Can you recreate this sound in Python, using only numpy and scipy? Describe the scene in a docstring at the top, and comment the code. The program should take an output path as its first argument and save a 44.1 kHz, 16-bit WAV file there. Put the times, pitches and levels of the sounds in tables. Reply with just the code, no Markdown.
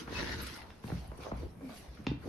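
"""Footsteps on a laminate floor, going into a living room, just ahead of a hand-held camera.
Each footfall sends a bending wave through the boards (treble first, bass after); weight booms in the floor,
loaded boards sound sinking notes, and a late heel lands with a hard clack of ringing modes and noise.
Soles scuff and tap as shaped noise; grainy noise makes the clothing, close to the microphone at first.
A rumble that swells and sinks, the quiet air of the house and a few bright ticks lie underneath."""
import sys
import numpy as np
from scipy import signal
from scipy.fft import rfft, irfft
from scipy.io import wavfile
from scipy.ndimage import uniform_filter1d

SR = 44100
rng = np.random.default_rng(int(sys.argv[2]) if len(sys.argv) > 2 else 0)


def to_wav(sig):
    """Store sig (one row per channel, or 1-D mono) as 16-bit WAV at the path in sys.argv[1].

    Samples outside -1..1 are clipped; the rate is SR.
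    """
    pcm = np.clip(np.atleast_2d(sig), -1, 1) * 32767
    pcm = np.round(pcm).astype(np.int16)
    wavfile.write(sys.argv[1], SR, pcm.T)  # frames by channels


N = 100724
T = np.arange(N) / SR  # s
HZ = np.fft.rfftfreq(N, 1 / SR)


def amp(db):
    """Decibels to gain."""
    return 10 ** (np.asarray(db) / 20)


def evened(x):
    """Scales to rms 1."""
    return x / np.sqrt(np.mean(x ** 2) + 1e-20)


def read(points, hz):
    """Reads a spectrum on a log-frequency axis."""
    f, value = np.transpose(points)
    return np.interp(np.log(hz + 1), np.log(f + 1), value)


def level(curve, order=1):
    """Gain over time from one dB column of a curve."""
    rows = np.array(curve)
    return amp(np.interp(T, rows[:, 0], rows[:, order]))


def add(mix, s, sound):
    """Mixes a sound in at a time in seconds."""
    part = mix[..., max(round(s * SR), 0):][..., :sound.shape[-1]]
    part += sound[..., :part.shape[-1]]


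def wander(hz):
    """Slow chance movement of rms 1, up to a rate."""
    spectrum = rfft(rng.standard_normal(N))
    return evened(irfft(spectrum / (1 + (HZ / hz) ** 4), N))


def noise(db):
    """Stereo noise of a given spectrum; a shared and an opposed part set how alike left and right are."""
    # likeness of left and right: f/Hz, correlation
    likeness = [(60, 0.83), (130, 0.95), (280, 0.84), (600, 0.37), (1300, 0.26), (6000, 0.018),
                (12000, 0.46)]
    a, b = rfft(rng.standard_normal((2, N)))
    same = np.clip(read(likeness, HZ), -1, 1)
    mid = a * np.sqrt(1 + same)
    side = b * np.sqrt(1 - same)
    return evened(irfft(np.array([mid + side, mid - side]) * amp(db), N))


def friction(db, grain, catch_hz=260, clump_hz=35):
    """Rubbing noise that comes in tiny catches and clumps of catches."""
    catches = wander(catch_hz) + .5 * wander(clump_hz)
    return evened(noise(db) * np.exp(grain * catches))


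def folds(x):
    """Shifting folds of cloth favour now one band, now another."""
    patch_db = 3.0
    z = signal.stft(x, nperseg=512)[2]
    patches = rng.standard_normal(z.shape[1:])
    patches = uniform_filter1d(patches, size=4, axis=0)  # across frequency
    patches = uniform_filter1d(patches, size=7, axis=1)  # across time
    folded = signal.istft(z * amp(patch_db * evened(patches)), nperseg=512)[1]
    return evened(folded[:, :N])


def band(hz, octaves_wide, skirt_db):
    """Spectrum in dB of one broad resonance on sloping skirts."""
    octaves = np.log2((HZ + 1) / hz)
    return np.maximum(-4 * (octaves / octaves_wide) ** 2, skirt_db - 3 * octaves ** 2)


def swell(s, rise, fall):
    """Smooth bell-shaped swell with its peak at a time."""
    return np.exp(-.5 * ((T - s) / np.where(T < s, rise, fall)) ** 2)


def room(x):
    """Diffuse tail of the living room, each band dying at its own speed."""
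    # decay of the room: f/Hz, t60/s
    decay_times = [(60, 0.83), (250, 0.19), (1000, 0.44), (3000, 0.33), (7000, 0.18)]
    delay_s = 0.0038
    hz, t, z = signal.stft(noise(0)[:, :SR // 2], SR, nperseg=256)
    decay = amp(-60 * t / read(decay_times, hz)[:, None])
    tail = signal.istft(z * decay, SR, nperseg=256)[1]
    tail *= np.clip(T[:tail.shape[1]] / delay_s - 1, 0, 1)  # silent for one delay, full after two
    return signal.fftconvolve(x[None], tail / np.linalg.norm(tail[0]), axes=1)


def background():
    """Low rumble that swells and sinks as the camera is carried, over the quiet air of the house."""
    # rumble of the carried camera and the floor: t/s, level/dB
    rumble_curve = [(0, -72), (.08, -51.5), (.16, -44.5), (.44, -44.5), (.55, -60.5), (.7, -54), (.8, -88),
                    (.9, -43.5), (1, -46.5), (1.15, -53), (1.27, -56), (1.45, -41), (1.55, -61.5),
                    (1.8, -60.5), (2, -59), (2.28, -49)]
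    # its spectrum: f/Hz, relative level/dB
    rumble_colour = [(20, -67), (40, -13.5), (62, -2.5), (80, -5), (120, -15), (200, -24), (400, -76),
                     (1000, -84)]
    # spectrum of the house air: f/Hz, relative level/dB
    air_colour = [(20, 0.5), (35, -15), (70, -3), (128, -4), (250, -8), (600, -14), (1500, -23),
                  (5000, -42.5), (10000, -83), (13500, -42)]
    air_db, evening = -55, .6  # evening: how far the noise's own chance swings are divided out
    rumble = noise(read(rumble_colour, HZ))
    swing = np.sqrt(np.mean(abs(signal.hilbert(rumble)) ** 2, axis=0) + .1)
    rumble = level(rumble_curve) * evened(rumble / swing ** evening)
    return rumble + amp(air_db) * noise(read(air_colour, HZ))


def clothes():
    """Cloth friction: a sleeve rubs close to the microphone at first, and softer swishes come and go."""
    # sleeve brushing close by: t/s, relative level of the body/dB, relative level of the rasp/dB
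    brush = [(0, -38, -62), (.025, -42, -63), (.05, -46.5, -65), (.1, -42, -51.5), (.138, -44.5, -40.5),
             (.19, -45, -38), (.33, -42.5, -40), (.45, -41, -51), (.47, -49, -44), (.52, -51, -54.5),
             (.54, -41, -50.5), (.6, -84, -52.5), (.64, -61, -58), (.72, -62, -73)]
    # spectra of its body and rasp: f/Hz, relative level/dB
    body_colour = [(59, -54), (100, 3), (359, 7), (403, -4), (471, 6), (617, -67), (888, -15), (1200, -6),
                   (1560, -6), (2640, -120)]
    rasp_colour = [(350, 2), (600, -0.5), (790, -6), (895, 4.5), (1170, -6.5), (1410, 5), (1560, -1.5),
                   (1850, -0.5), (2100, -9.5), (2400, -15), (2630, -17), (2780, -1), (3320, -7), (3850, -3),
                   (4760, -5), (6200, -13.5), (7500, -28.5), (9750, -94), (16500, -74)]
    # stereo tilt of the rasp: f/Hz, left minus right/dB
    brush_pan = [(600, -3.5), (1200, -2), (1800, 14), (2300, 22.5), (3000, -5), (4500, -1), (6000, -6),
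                 (7500, -1)]
    # clothes swishing: t/s, relative level of the swish/dB, relative level of its fizz/dB
    swish_curve = [(0, -46, -56.5), (.07, -64.5, -71), (.15, -49, -59), (.34, -56, -61), (.4, -48.5, -60),
                   (.47, -50.5, -55.5), (.5, -51.5, -58.5), (.56, -54, -58), (.66, -65.5, -73),
                   (.82, -68.5, -73.5), (.86, -58, -60.5), (.98, -57.5, -66), (1.08, -66.5, -69),
                   (1.15, -67.5, -72), (1.24, -54, -64.5), (1.33, -65.5, -76), (1.4, -59.5, -68.5),
                   (1.47, -68.5, -72.5), (1.58, -79, -74), (1.7, -61.5, -65.5), (1.78, -56.5, -57),
                   (1.88, -65.5, -73), (2, -65, -74.5), (2.18, -73.5, -79.5), (2.28, -59, -64.5)]
    # spectra of swish and fizz: f/Hz, relative level/dB
    swish_colour = [(400, -15), (900, -5.5), (2000, 5), (3000, 2.5), (4500, 2.5), (6200, -1), (7500, -20),
                    (10000, -54), (14000, -35)]
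    fizz_colour = [(3000, -30), (7000, -6), (9500, 0), (11500, 0), (13000, -7), (14500, -22)]
    body_db, rasp_db, swish_db, fizz_db = -4.5, -0.5, 0.5, -2.5  # added to the curves
    brush_grain, swish_grain = .24, 0.13
    brush_end_s = 0.02  # time constant of the fade after the last brush point

    pan = np.array([[.5], [-.5]]) * read(brush_pan, HZ)
    body = friction(read(body_colour, HZ), brush_grain)
    body *= amp(body_db) * level(brush)
    rasp = folds(friction(read(rasp_colour, HZ) + pan, brush_grain))
    rasp *= amp(rasp_db) * level(brush, order=2)
    release = np.exp(-np.maximum(T - brush[-1][0], 0) / brush_end_s)
    swish = folds(friction(read(swish_colour, HZ), swish_grain))
    swish *= amp(swish_db) * level(swish_curve)
    fizz = folds(friction(read(fizz_colour, HZ), swish_grain))
    fizz *= amp(fizz_db) * level(swish_curve, order=2)
    return (body + rasp) * release + swish + fizz


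def footfalls():
    """A short push spreads through the boards; low notes travel slower, so each knock chirps downward."""
    # heel and toe blows: t/s, relative level/dB, lower edge f/Hz, upper edge f/Hz,
    # delay of the wave at 1 kHz/s, room against direct/dB
    blows = [(0.07, -12.5, 610, 1700, 0.01, -3), (0.122, -3, 170, 462, .004, -26),
             (0.837, 8, 124, 199, .0045, -6.5), (0.873, -18, 200, 600, .002, 6.5),
             (0.900, -9.5, 200, 750, .003, -5.5), (0.915, 8.5, 105, 213, 0.0055, -7.5),
             (1.114, -13, 151, 785, 0.0041, -3), (1.184, -9.5, 171, 420, 0.0044, 0),
             (1.313, -4, 196, 1020, 0.0059, -7.5), (1.317, 2, 127, 218, .004, -2),
             (1.607, -17.5, 248, 604, 0.0035, 5), (1.69, -23, 565, 870, 0.0038, -1),
             (1.984, -7, 110, 217, .005, 1.5), (2.0669, 17, 200, 210, .0032, -10),
             (2.112, 7, 184, 275, .0035, -13.5)]
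    low_slope, high_slope, shelf_db = 2.3, 2.9, -32
    board_top_hz, knock_db = 1880, 7.5
    ripple_db, scatter_rad = 3, .9  # both reach full size at 1 kHz
    right_delay_s = 0.00026  # the knocks reach the left microphone first
    out, size = np.zeros((2, N)), 8192
    hz = np.fft.rfftfreq(size, 1 / SR) + 1
    treble = np.minimum(hz / 1000, 1)
    for s, db, low_hz, high_hz, delay, room_db in blows:
        push = 1 / np.hypot(1, (hz / high_hz) ** high_slope) + amp(shelf_db)
        push /= np.hypot(1, (low_hz / hz) ** low_slope)
        push /= np.hypot(1, (hz / board_top_hz) ** 3)
        # each spot of the floor answers differently
        ripple = evened(uniform_filter1d(rng.standard_normal(len(hz)), size=24))
        push *= amp(ripple_db * ripple * treble)
        lag = 4 * np.pi * delay * np.sqrt(1000 * hz)  # phase of a bending wave, rad
        # plank joints scatter the short waves
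        joints = evened(uniform_filter1d(rng.standard_normal(len(hz)), size=30))
        lag += scatter_rad * joints * treble
        knock = amp(db + knock_db) * irfft(push * np.exp(-1j * lag))[:size // 2]
        add(out[0], s, knock)
        add(out[1], s + right_delay_s, knock)
        add(out, s, amp(room_db) * room(knock))
    return out


def taps():
    """The sole meets the floor in pieces: each is a short, gritty tap."""
    # taps of a sole settling: t/s, level/dB, centre f/Hz, decay time constant/s
    tap_rows = [(0.074, -48, 1290, 0.015), (0.7014, -50, 1100, 0.0058), (0.121, -46.5, 1500, 0.0072),
                (0.839, -51.5, 1060, 0.0077), (0.9005, -43, 1590, 0.0021), (0.906, -63, 950, 0.0045),
                (0.9175, -38, 1010, 0.002), (0.924, -66, 1300, 0.0024), (0.945, -58, 940, 0.002),
                (1.116, -56, 1000, 0.0087), (1.609, -57, 1080, 0.0058), (1.693, -45.5, 770, 0.0071),
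                (1.972, -51, 1200, .005), (1.988, -52, 900, .003), (2.044, -54, 1590, .004)]
    octaves_wide, skirt_db, rise_s, room_db = 0.7, -50, 0.0014, -5
    out, t = np.zeros((2, N)), T[:SR // 20]
    for s, db, hz, decay in tap_rows:
        grit = evened(noise(band(hz, octaves_wide, skirt_db))[0, :len(t)])
        tap = amp(db) * grit * np.minimum(t / rise_s, 1) * np.exp(-t / decay)
        add(out, s, tap)
        add(out, s, amp(room_db) * room(tap))
    return out


def rubs():
    """A fold of the sleeve catches and slips: a brief swell of grainy friction in one band."""
    # folds catching: t of the peak/s, half length/s, level/dB, centre f/Hz, width/octaves
    rub_rows = [(0.122, .003, -61, 11700, .04), (0.182, 0.022, -45, 2590, 0.016),
                (0.192, .008, -46, 1900, 0.13), (0.212, 0.0043, -43, 3900, 0.13),
                (0.279, 0.0048, -42, 1810, 0.16), (0.32, .03, -47, 1800, 0.23),
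                (0.3, 0.0029, -53, 4100, 0.17), (0.429, 0.0088, -48.5, 11300, 0.11),
                (0.473, 0.0055, -47.5, 5600, 0.92), (0.544, .004, -48.5, 5400, 0.16),
                (0.567, 0.007, -59, 11200, 0.11)]
    skirt_db, grain = -32, .25
    out = np.zeros((2, N))
    for s, length, db, hz, wide in rub_rows:
        out += amp(db) * swell(s, length, length) * friction(band(hz, wide, skirt_db), grain)
    return out


def scuffs():
    """Soles slide on the boards: friction in a dull, grainy swell."""
    # slides: t of the peak/s, rise/s, fall/s, level/dB, centre f/Hz, width/octaves
    slides = [(0.59, 0.021, 0.073, -53.5, 836, 0.37), (0.885, 0.012, 0.022, -54.5, 836, 0.3),
              (1.025, 0.01, 0.04, -55.5, 695, 0.32), (1.123, 0.014, 0.0035, -55, 785, 0.39),
              (1.255, 0.046, 0.047, -51, 950, 0.48), (1.272, 0.019, 0.03, -44.5, 497, 0.46),
              (1.42, 0.021, 0.043, -46.5, 360, 0.38), (1.71, 0.074, 0.05, -63, 2300, 0.11),
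              (1.705, 0.03, 0.055, -62.5, 1460, 0.037), (1.714, 0.17, 0.0092, -53.5, 168, 0.37),
              (1.71, 0.015, 0.062, -57, 708, 0.1), (1.849, 0.015, 0.028, -57, 556, 0.7),
              (2.22, 0.0071, 0.06, -59, 1230, 0.57), (2.274, 0.021, 0.056, -41.5, 293, 0.68)]
    skirt_db, grain = -16, .3
    out = np.zeros((2, N))
    for s, rise, fall, db, hz, wide in slides:
        out += amp(db) * swell(s, rise, fall) * friction(band(hz, wide, skirt_db), grain)
    return out


def clacks():
    """A hard edge meets the laminate: a crack, a brief ring, and the room's answer."""
    # hard clicks of the heel: t/s, level/dB
    clicks = [(0.619, -47.5), (0.703, -48.5), (0.877, -47), (2.0668, -27), (2.0707, -34.5)]
    # ring of heel and plank: f/Hz, relative level/dB, t60/s
    plank = [(884, -4, 0.019), (1350, -4.5, 0.0089), (1938, -5, 0.014), (2414, -9, 0.027),
             (2723, -4, 0.033), (3250, -14, 0.023), (3930, -12.5, 0.016), (4190, -11.5, 0.0068),
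             (4950, -15, 0.013), (6540, -18.5, 0.011)]
    # spectrum of the crack: f/Hz, relative level/dB
    crack_colour = [(300, -39), (1400, -1), (2200, -8.5), (3700, 14.5), (5000, 2), (6500, -10), (8500, -28)]
    rise_s, crack_db, crack_s = 0.00081, -8, .003
    ring_room_db, crack_room_db = -7, -0.5
    out, t = np.zeros((2, N)), T[:SR // 8]
    for s, db in clicks:
        ring = np.zeros(len(t))
        for k, (hz, d, t60) in enumerate(plank):
            ring += (-1) ** k * amp(d - 60 * t / t60) * np.sin(2 * np.pi * hz * t)
        crack = noise(read(crack_colour, HZ))[0, :len(t)]
        crack *= amp(crack_db) * np.exp(-t / crack_s)
        attack = amp(db) * (1 - np.exp(-(t / rise_s) ** 2))
        add(out, s, attack * (ring + crack))
        to_room = amp(ring_room_db) * ring + amp(crack_room_db) * crack
        add(out, s, room(attack * to_room))
    return out


def ticks():
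    """Small, bright, dry ticks of decaying noise."""
    # ticks: t/s, level/dB
    tick_rows = [(0.619, -67), (1.075, -56), (1.176, -57), (1.369, -60), (1.95, -63.5), (2.042, -64)]
    # their spectrum: f/Hz, relative level/dB
    tick_colour = [(2000, -14), (6000, -38), (10000, 23), (13000, -2)]
    decay_s = 0.0057
    out, t = np.zeros((2, N)), T[:SR // 25]
    for s, db in tick_rows:
        grit = noise(read(tick_colour, HZ))[:, :len(t)]
        add(out, s, amp(db) * np.exp(-t / decay_s) * grit)
    return out


def boards():
    """A board flexing under the foot gives a short, hollow, wavering note that sinks a little."""
    # board notes: t/s, start f/Hz, sag of the pitch/(1/s), level/dB, rise/s, t60/s
    notes = [(0.843, 151, 0.97, -40, 0.0025, .07), (0.925, 181.6, 2.7, -32.5, 0.0091, 0.12),
             (1.613, 287.6, 2.4, -37.5, 0.024, 0.33), (2.0738, 246, 0.97, -31.5, 0.0015, 0.098),
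             (2.086, 130, 0.6, -30.5, 0.013, 0.14), (2.114, 288, 0.28, -34.5, 0.0016, 0.15)]
    waver, waver_hz, room_db = .06, 170, -8.5
    out, t = np.zeros((2, N)), T[:SR // 4]
    for s, start_hz, sag, db, rise, t60 in notes:
        hz = start_hz * np.exp(-sag * t) * (1 + waver * wander(waver_hz)[:len(t)])
        shape = np.minimum(t / rise, 1) * amp(-60 * np.maximum(t - rise, 0) / t60)
        note = amp(db) * shape * np.sin(2 * np.pi * np.cumsum(hz) / SR)
        add(out, s, note)
        add(out, s, amp(room_db) * room(note))
    return out


def boom():
    """The walker's weight sets the low modes of floor and room swinging."""
    # weight landing on the floor: t/s, level/dB, rise/s
    loads = [(0.929, -44.5, 0.0053), (1.083, -43, 0.019), (1.322, -41.5, 0.019), (1.391, -51, 0.017),
             (1.883, -51, 0.0085), (2.078, -40.5, 0.026)]
    # modes of the floor and room: f/Hz, relative level/dB, t60/s
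    modes = [(60.9, 12, 0.23), (79, -14, 0.18), (133, -5, 0.43), (168, -20, 0.084)]
    out, t = np.zeros((2, N)), T[:SR // 2]
    for s, db, rise in loads:
        ring = sum(amp(d - 60 * t / t60) * np.sin(2 * np.pi * hz * t) for hz, d, t60 in modes)
        add(out, s, amp(db) * np.minimum(t / rise, 1) * ring)
    return out


def scene():
    """Steps, clothes, ticks and the house together."""
    steps = footfalls() + taps() + scuffs() + clacks()
    floor = boards() + boom()
    cloth = clothes() + rubs()
    return background() + steps + floor + cloth + ticks()


def record(dry):
    """The microphone's low cut and the recorder's band limit."""
    low_cut_hz, edge_hz = 21, 13700
    low_cut = signal.butter(2, low_cut_hz, "highpass", fs=SR, output="sos")
    thinned = signal.sosfilt(low_cut, dry)
    band_limit = signal.firwin(255, edge_hz, window=("kaiser", 8), fs=SR)
    return signal.oaconvolve(thinned, band_limit[None], "same")


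dry = scene()
out = record(dry)
to_wav(out)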